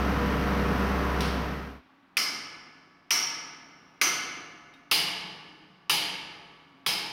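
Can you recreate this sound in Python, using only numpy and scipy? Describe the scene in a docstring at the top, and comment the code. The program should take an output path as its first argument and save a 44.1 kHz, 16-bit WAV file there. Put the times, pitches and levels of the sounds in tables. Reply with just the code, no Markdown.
"""A walled building yard: a mobile crane's six-cylinder diesel drones, steel clinks lightly, the diesel's drone
fades out. Then a sledgehammer drives the pins of a tower mast's steel feet: three blows on one foot, three on
the next. Each blow is a direct crack of noise, a ring of damped sines and resonances of pin, foot and mast, and
a reverberation between the house walls. Filtered noise and wavering hums make a faint town in the distance. All
of it meets at one microphone."""
import sys
import numpy as np
from scipy import signal
from scipy.fft import rfft, irfft, next_fast_len
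from scipy.io import wavfile
from scipy.ndimage import map_coordinates

SR = 44100
rng = np.random.default_rng(int(sys.argv[2]) if len(sys.argv) > 2 else 0)


def store_wav(level_fs):
    """Save 16-bit WAV to argv[1]."""
    pcm = np.round(np.clip(np.atleast_2d(level_fs), -1, 1) * 32767)
    wavfile.write(sys.argv[1], SR, pcm.T.astype(np.int16))


N = 313979


def amp(db):
    """Amplitude factor of a level in dB."""
    return 10 ** (np.asarray(db) / 20)


def unit(x):
    """x scaled to rms 1."""
    return x / np.sqrt(np.mean(x ** 2) + 1e-20)


def along(points, hz):
    """Values at hz, read between (frequency [Hz], value) points on a log frequency axis."""
    point_hz, value = np.transpose(points)
    return np.interp(np.log(hz + 1), np.log(point_hz + 1), value)


def wobble(rate):
    """A smooth random curve with the given number of knots a second."""
    knots = rng.standard_normal(int(N * rate / SR) + 4)
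    return map_coordinates(knots, [np.arange(N) * rate / SR])


def ramp(start_s, length_s):
    """Rises evenly from 0 to 1, then stays."""
    return np.clip((np.arange(N) / SR - start_s) / length_s, 0, 1)


def filtered(x, gain):
    """x through a zero-phase filter whose factor is gain(Hz)."""
    size = next_fast_len(N + SR // 2)
    return irfft(rfft(x, size) * gain(np.fft.rfftfreq(size, 1 / SR)), size)[:N]


def coloured(x, spectrum):
    """x shaped by a spectrum, at rms 1."""
    return unit(filtered(x, lambda hz: amp(along(spectrum, hz))))


def bump(hz, centre_hz, width_hz, db):
    """The dB that one cluster of close resonances adds."""
    return db * np.exp2(-(2 * (hz - centre_hz) / width_hz) ** 2)


def ripple(hz, spacing_hz, depth_db):
    """Random hills and dips along a spectrum, in dB."""
    return depth_db * map_coordinates(rng.standard_normal(size=2048), [hz / spacing_hz])


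def struck(x, colour, size=8192):
    """x through the causal minimum-phase response whose dB gain is colour(Hz)."""
    cepstrum = irfft(np.log(amp(colour(np.fft.rfftfreq(size, 1 / SR)))))
    # folding the cepstrum forward in time makes the response causal
    cepstrum[1:size // 2] *= 2
    cepstrum[size // 2 + 1:] = 0
    response = irfft(np.exp(rfft(cepstrum)))
    return signal.fftconvolve(x, response)[:len(x)]


def ringing(modes, t, scatter_db=2):
    """Damped sines, each (frequency [Hz], level [dB], t60 [s]), at a random strength and sign."""
    total = np.zeros(len(t))
    for hz, db, t60 in modes:
        strength = amp(db + scatter_db * rng.normal()) * rng.choice([-1, 1])
        decay = np.exp(-np.log(1000) * t / t60)
        total += strength * decay * np.sin(2 * np.pi * hz * t)
    return total


def add(track, s, sound):
    """Mix a sound into the track at time s."""
    part = track[round(s * SR):][:len(sound)]
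    part += sound[:len(part)]


# tones of the crane's engine: (multiple of crankshaft speed, relative level [dB])
ENGINE_ORDERS = [(1.5, -25), (4.5, -21.5), (6.5, -16), (7.5, -12.5), (9, -9), (10, -17.5), (14, -19),
                 (18, -17), (19.5, -19.5), (22, -14.5), (27, -18), (31.5, -25.5), (33, -18), (45, -17.5),
                 (48, -20.5), (51, -20.5), (58.5, -18), (61.5, -22), (63.5, -27), (72, -33), (84, -23)]
# combustion noise of the engine: (frequency [Hz], relative level [dB per Hz])
COMBUSTION_SPECTRUM = [(20, -40), (40, -27), (110, -12), (160, -7), (290, -4.5), (340, -14.5), (450, -11),
                       (600, -15.5), (1300, -13.5), (2000, -19.5), (3200, -27.5), (3600, -31.5),
                       (5900, -35), (7100, -49), (9500, -47.5), (14000, -43), (16000, -51)]
FIRING_HZ = 65.72  # mean firings a second of all six cylinders
CASING_DB, BOOM_DB = -28, -31  # casing noise and exhaust boom
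EASE_AT_S, EASE_S, EASE_DB = 0.94, .15, 0.8  # eases off: start, duration, drop
FADE_FROM_S, FADE_TO_S = 1.25, 1.822  # fades evenly to nothing


def diesel(roar_db=-1.5, tones_db=0, boom_waver_db=1.1, throb=0.1, clatter=0.11, waver_db=2, drift=0.43, hunt=0.001):
    """Three firings a crank turn: an exhaust boom, engine orders, and combustion noise that throbs."""
    firing = 2 * np.pi * np.cumsum(FIRING_HZ * (1 + hunt * wobble(2.87))) / SR
    crank = firing / 3
    boom = np.sqrt(2) * amp(BOOM_DB + boom_waver_db * wobble(8.0)) * np.sin(firing)

    # the cycle repeats every two turns, so tones lie on half orders
    tones = np.zeros(N)
    for order, db in ENGINE_ORDERS:
        level = np.sqrt(2) * amp(db + waver_db * wobble(7.13))
        phase = drift * wobble(11.0) + rng.uniform(0, 2 * np.pi)
        tones += level * np.sin(order * crank + phase)

    # unequal cylinders throb; valves and injectors clatter four times a firing
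    throbbing = throb * (np.sin(firing) + np.sin(2 * crank)) / 2
    pulsing = np.exp(throbbing + clatter * np.sin(4 * firing))
    roar = coloured(pulsing * rng.standard_normal(N), COMBUSTION_SPECTRUM)
    casing = amp(tones_db) * tones + amp(roar_db + 0.16 * wobble(11.0)) * roar

    easing = amp(-EASE_DB * ramp(EASE_AT_S, EASE_S))
    fade = 1 - ramp(FADE_FROM_S, FADE_TO_S - FADE_FROM_S)
    return easing * fade * (boom + amp(CASING_DB) * casing)


# town rumble beyond the walls: (frequency [Hz], relative level [dB per Hz])
TOWN_SPECTRUM = [(25, -20), (70, -12), (130, -8), (180, -9.5), (280, 1.5), (450, -13), (750, -6.5),
                 (1200, -6), (2200, -13), (3500, -20), (5500, -31), (7500, -41), (15000, -41)]
# hum of far machines: (frequency [Hz], relative level [dB])
MACHINE_HUMS = [(184, -1.5), (274, 2), (1145, 1.5)]


def town(rumble_db=-63.0, hum_db=-70):
    """Distant traffic as filtered noise, with far machines as sines wavering in level and phase."""
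    t = np.arange(N) / SR
    hum = np.zeros(N)
    for hz, db in MACHINE_HUMS:
        hum += amp(db + 5 * wobble(4.6)) * np.sin(2 * np.pi * hz * t + wobble(30))
    rumble = coloured(rng.standard_normal(N), TOWN_SPECTRUM)
    return amp(rumble_db + wobble(1.4)) * rumble + amp(hum_db) * hum


# main reverberation between the house walls: (frequency [Hz], t60 [s])
YARD_T60 = [(100, 2.8), (260, 2.17), (700, 1.64), (1840, 1.41), (3500, 1.052), (5500, 0.89), (8000, 0.67),
            (12800, 0.47), (16000, 0.36)]


def yard(late_db=-25, late_stretch=2.28, wall_db=13, count=14):
    """Two seconds of the yard's answer: single wall echoes in a diffuse tail, and a weak longer tail."""
    hz, t, noise = signal.stft(rng.standard_normal(2 * SR), SR, nperseg=256)
    fall_db = -60 * t / along(YARD_T60, hz)[:, None]
    decay = np.hypot(amp(fall_db), amp(late_db + fall_db / late_stretch))
    tail = signal.istft(noise * decay, SR, nperseg=256)[1][:2 * SR]
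    # the nearest walls answer within a tenth of a second, the farther ones more weakly
    delay_s = rng.uniform(.006, .09, count)
    echoes = amp(wall_db - 90 * delay_s) * rng.choice([-1, 1], count)
    return tail + np.bincount((delay_s * SR).astype(int), echoes, len(tail))


# light clinks: (time [s], level [dB], contact decay constant [s], echo fade constant [s],
# ping frequency [Hz], ping level relative to the clink [dB])
CLINK_EVENTS = [(1.207, -25, 0.0028, 4, 9350, -31), (4.738, -57, .006, 0.147, 3720, 2.5)]
# colour of the clinking steel: (frequency [Hz], gain [dB])
CLINK_COLOUR = [(300, -33), (1500, 1.5), (2600, 6.5), (5600, 4), (7200, -13), (8900, -9), (9350, -1.5),
                (9900, -9.5), (15000, -14)]


def clinks(yard_db=-9):
    """Light taps of steel: a short noise contact and one small damped ping, echoing in the yard."""
    out, t = np.zeros(N), np.arange(2 * SR) / SR
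    for s, db, contact_s, fade_s, ping_hz, ping_db in CLINK_EVENTS:
        tick = rng.standard_normal(len(t)) * np.exp(-t / contact_s)
        echo = amp(yard_db) * yard() * np.exp(-t / fade_s)
        ping = ringing([(ping_hz, ping_db, .12)], t)
        tap = struck(tick + echo, lambda hz: along(CLINK_COLOUR, hz))
        add(out, s, amp(db) * (tap + ping))
    return out


def crack(centre_hz, knock_db, length=0.0083, rise=0.00032):
    """A few milliseconds of steel on steel, heard directly, with a hollow knock of the base plate."""
    t = np.arange(2 * SR) / SR
    burst = rng.standard_normal(len(t)) * np.exp(-(t / length) ** 2) * (1 - np.exp(-t / rise))
    # colour of the contact: (frequency [Hz], gain [dB])
    contact = [(60, -21.0), (350, -4.5), (750, -10), (1200, 10.0), (1600, 4), (4000, 5.0),
               (5500, -15.0), (7500, -15.0), (10000, -3.0), (15500, -10.0)]

    def colour(hz):
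        """Contact colour with the crack's own peak and the plate's knock, in dB."""
        return along(contact, hz) + bump(hz, centre_hz, 900, 12) + bump(hz, 1100, 600, knock_db)

    return struck(burst, colour)


# hammer blows: (time [s], ring level [dB], crack level [dB], crack centre [Hz], plate knock [dB],
# brightness [dB per octave], bass thud [dB], favoured resonance [Hz], its gain [dB],
# pin resonance [Hz], its width [Hz], its gain [dB], singing tone [Hz], its relative level [dB])
HAMMER_BLOWS = [(2.169, -1.5, -19.5, 2360, -7, 0.44, 4, 2190, 0.5, 5270, 910, 10, 5080, -12.5),
                (3.1062, -0.5, -23, 2770, 1.5, 0.77, 1.5, 914, 12.5, 5600, 850, 15, 5970, -9),
                (4.0136, 2.5, -19.5, 2260, -5, 0.03, -1, 1360, 2.5, 6050, 620, 10, 6110, -5),
                (4.9129, 1, -21, 2900, 5.5, 0.76, -0.5, 2940, 7.5, 4900, 700, 8.5, 5320, -10),
                (5.8958, 0, -21.5, 2700, 5.5, 0.78, -.5, 2970, 6.5, 4830, 450, 7.5, 4910, -3.5),
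                (6.863, -1.5, -23.5, 3310, 5, 0, -2, 3500, -1, 5160, 420, 11, 4880, -1)]
# broad colour of the first and the second foot: (frequency [Hz], gain [dB])
FIRST_FOOT_BODY = [(40, -25), (130, -17), (310, -3), (530, -8.5), (800, -8.5), (1150, -0.5), (1700, -4.5),
                   (2600, 1), (3800, -4), (5500, 0), (6500, -4), (7600, -13.5), (11000, -10), (15500, -12)]
SECOND_FOOT_BODY = [(40, -17), (110, -11.5), (178, 4), (255, -12), (420, 0.5), (600, -7), (1100, 0),
                    (1500, -5.5), (2800, 4.5), (4300, 3.5), (5700, -2.5), (7600, -11.5), (10000, -4),
                    (15500, -8.5)]
# resonances of each foot: (frequency [Hz], width [Hz], gain above the body [dB])
FIRST_FOOT_RESONANCES = [(735, 50, 6.5), (1280, 165, 6.5), (1475, 31, 9.5), (1686, 68, 6.5),
                         (2080, 110, 11.5), (2263, 160, 8), (3010, 200, 6), (3870, 150, -4),
                         (4050, 76, 5.5), (4520, 310, 4.5), (4980, 180, 3.5), (8680, 940, 5.5),
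                         (9200, 100, 9.5), (12580, 200, 8)]
SECOND_FOOT_RESONANCES = [(310.3, 20, 11), (695, 24, 9.6), (866, 132, 9), (1694, 70, 6.5), (2204, 230, 6.1),
                          (2700, 77, 2.4), (2840, 140, 1.6), (3164, 85, 4), (4160, 80, 3), (5950, 58, 5.6),
                          (8930, 300, 4), (12800, 44, 7.1)]
# long-ringing modes of each foot: (frequency [Hz], relative level [dB], t60 [s])
FIRST_FOOT_MODES = [(2128, -18, 1.4), (4080, -14, .7), (4612, -13, .7), (5092, -9, .7), (5606, -10, .7),
                    (5689, -9, .7), (5879, -9, .7), (6092, -9, .7), (6350, -17, .6), (9300, -19, .65),
                    (10600, -22, .5)]
SECOND_FOOT_MODES = [(2242, -13, .85), (3126, -7, .9), (3488, -12, .7), (4130, -14, .7), (4683, -9, .65),
                     (4944, -9, .7), (4990, -10, .7), (5080, -11, .7), (6100, -15, .6), (9450, -18, .6),
                     (10200, -18, .6), (10600, -18, .5), (11200, -16, .5), (11600, -17, .5)]
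# the lattice mast above rings on after every blow: (frequency [Hz], relative level [dB], t60 [s])
MAST_MODES = [(156, -26, 3.7), (700, -28.5, 3.7), (843, -21, 2.3), (1206, -22, 2.2), (1290, -22.5, 2.63),
              (1498, -21.5, 2.34), (1716, -20.5, 2.53), (1788, -18.5, 1.7), (2290, -24, 2.1),
              (2205, -20, 2.1), (2800, -23, 1.8), (2810, -20.5, 1.8)]
SECOND_FOOT_S = 4.7  # blows from here on land on the second foot
MODES_DB = -31  # level of all the long-ringing modes


def hammer(yard_db=-22.0, thud_hz=250):
    """Each blow rings mast, foot and pin, whose pitch shifts as it seats; the yard prolongs the ring."""
    out, t = np.zeros(N), np.arange(2 * SR) / SR
    for (s, ring_db, crack_db, crack_hz, knock_db, bright_db, thud_db, spot_hz, spot_db,
         pin_hz, pin_width_hz, pin_db, tone_hz, tone_db) in HAMMER_BLOWS:
        if s < SECOND_FOOT_S:
            body, resonances, modes = FIRST_FOOT_BODY, FIRST_FOOT_RESONANCES, FIRST_FOOT_MODES
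        else:
            body, resonances, modes = SECOND_FOOT_BODY, SECOND_FOOT_RESONANCES, SECOND_FOOT_MODES
        # the spot where the hammer lands favours one resonance
        spot = (spot_hz, 0.097 * spot_hz, spot_db)
        peaks = [*resonances, spot, (pin_hz, pin_width_hz, pin_db)]

        def colour(hz):
            """The steel's answer to this blow, in dB."""
            brightness = bright_db * np.log2((hz + 100) / 2500)
            thud = thud_db / (1 + (hz / thud_hz) ** 2)
            # countless small modes, excited anew by each blow, cluster in the treble
            treble = np.clip((hz - 6000) / 1500, 0, 1)
            small_modes = ripple(hz, 45, 1.1) + ripple(hz, 380, 1.4) * treble
            return along(body, hz) + sum(bump(hz, *peak) for peak in peaks) + brightness + thud + small_modes

        clang = amp(yard_db) * struck(yard(), colour)
        ring = amp(MODES_DB) * ringing([*modes, *MAST_MODES, (tone_hz, tone_db, .75)], t)
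        direct = amp(crack_db) * crack(crack_hz, knock_db)
        add(out, s, amp(ring_db) * (clang + ring) + direct)
    return out


def scene():
    """Crane, steel, hammer and town at one microphone."""
    return (diesel() + town() + clinks() + hammer())[None]


TOP_HZ = 16800  # band limit: 80 dB down from here up


def record(dry):
    """The camera rounds off the highest peaks and cuts steeply towards its band limit."""
    rounded = dry[0] / (1 + (dry[0] / .35) ** 4) ** (1 / 4)
    band_limit = signal.cheby2(16, 80, TOP_HZ, fs=SR, output="sos")
    return signal.sosfilt(band_limit, rounded)[None]


dry = scene()
out = record(dry)
store_wav(out)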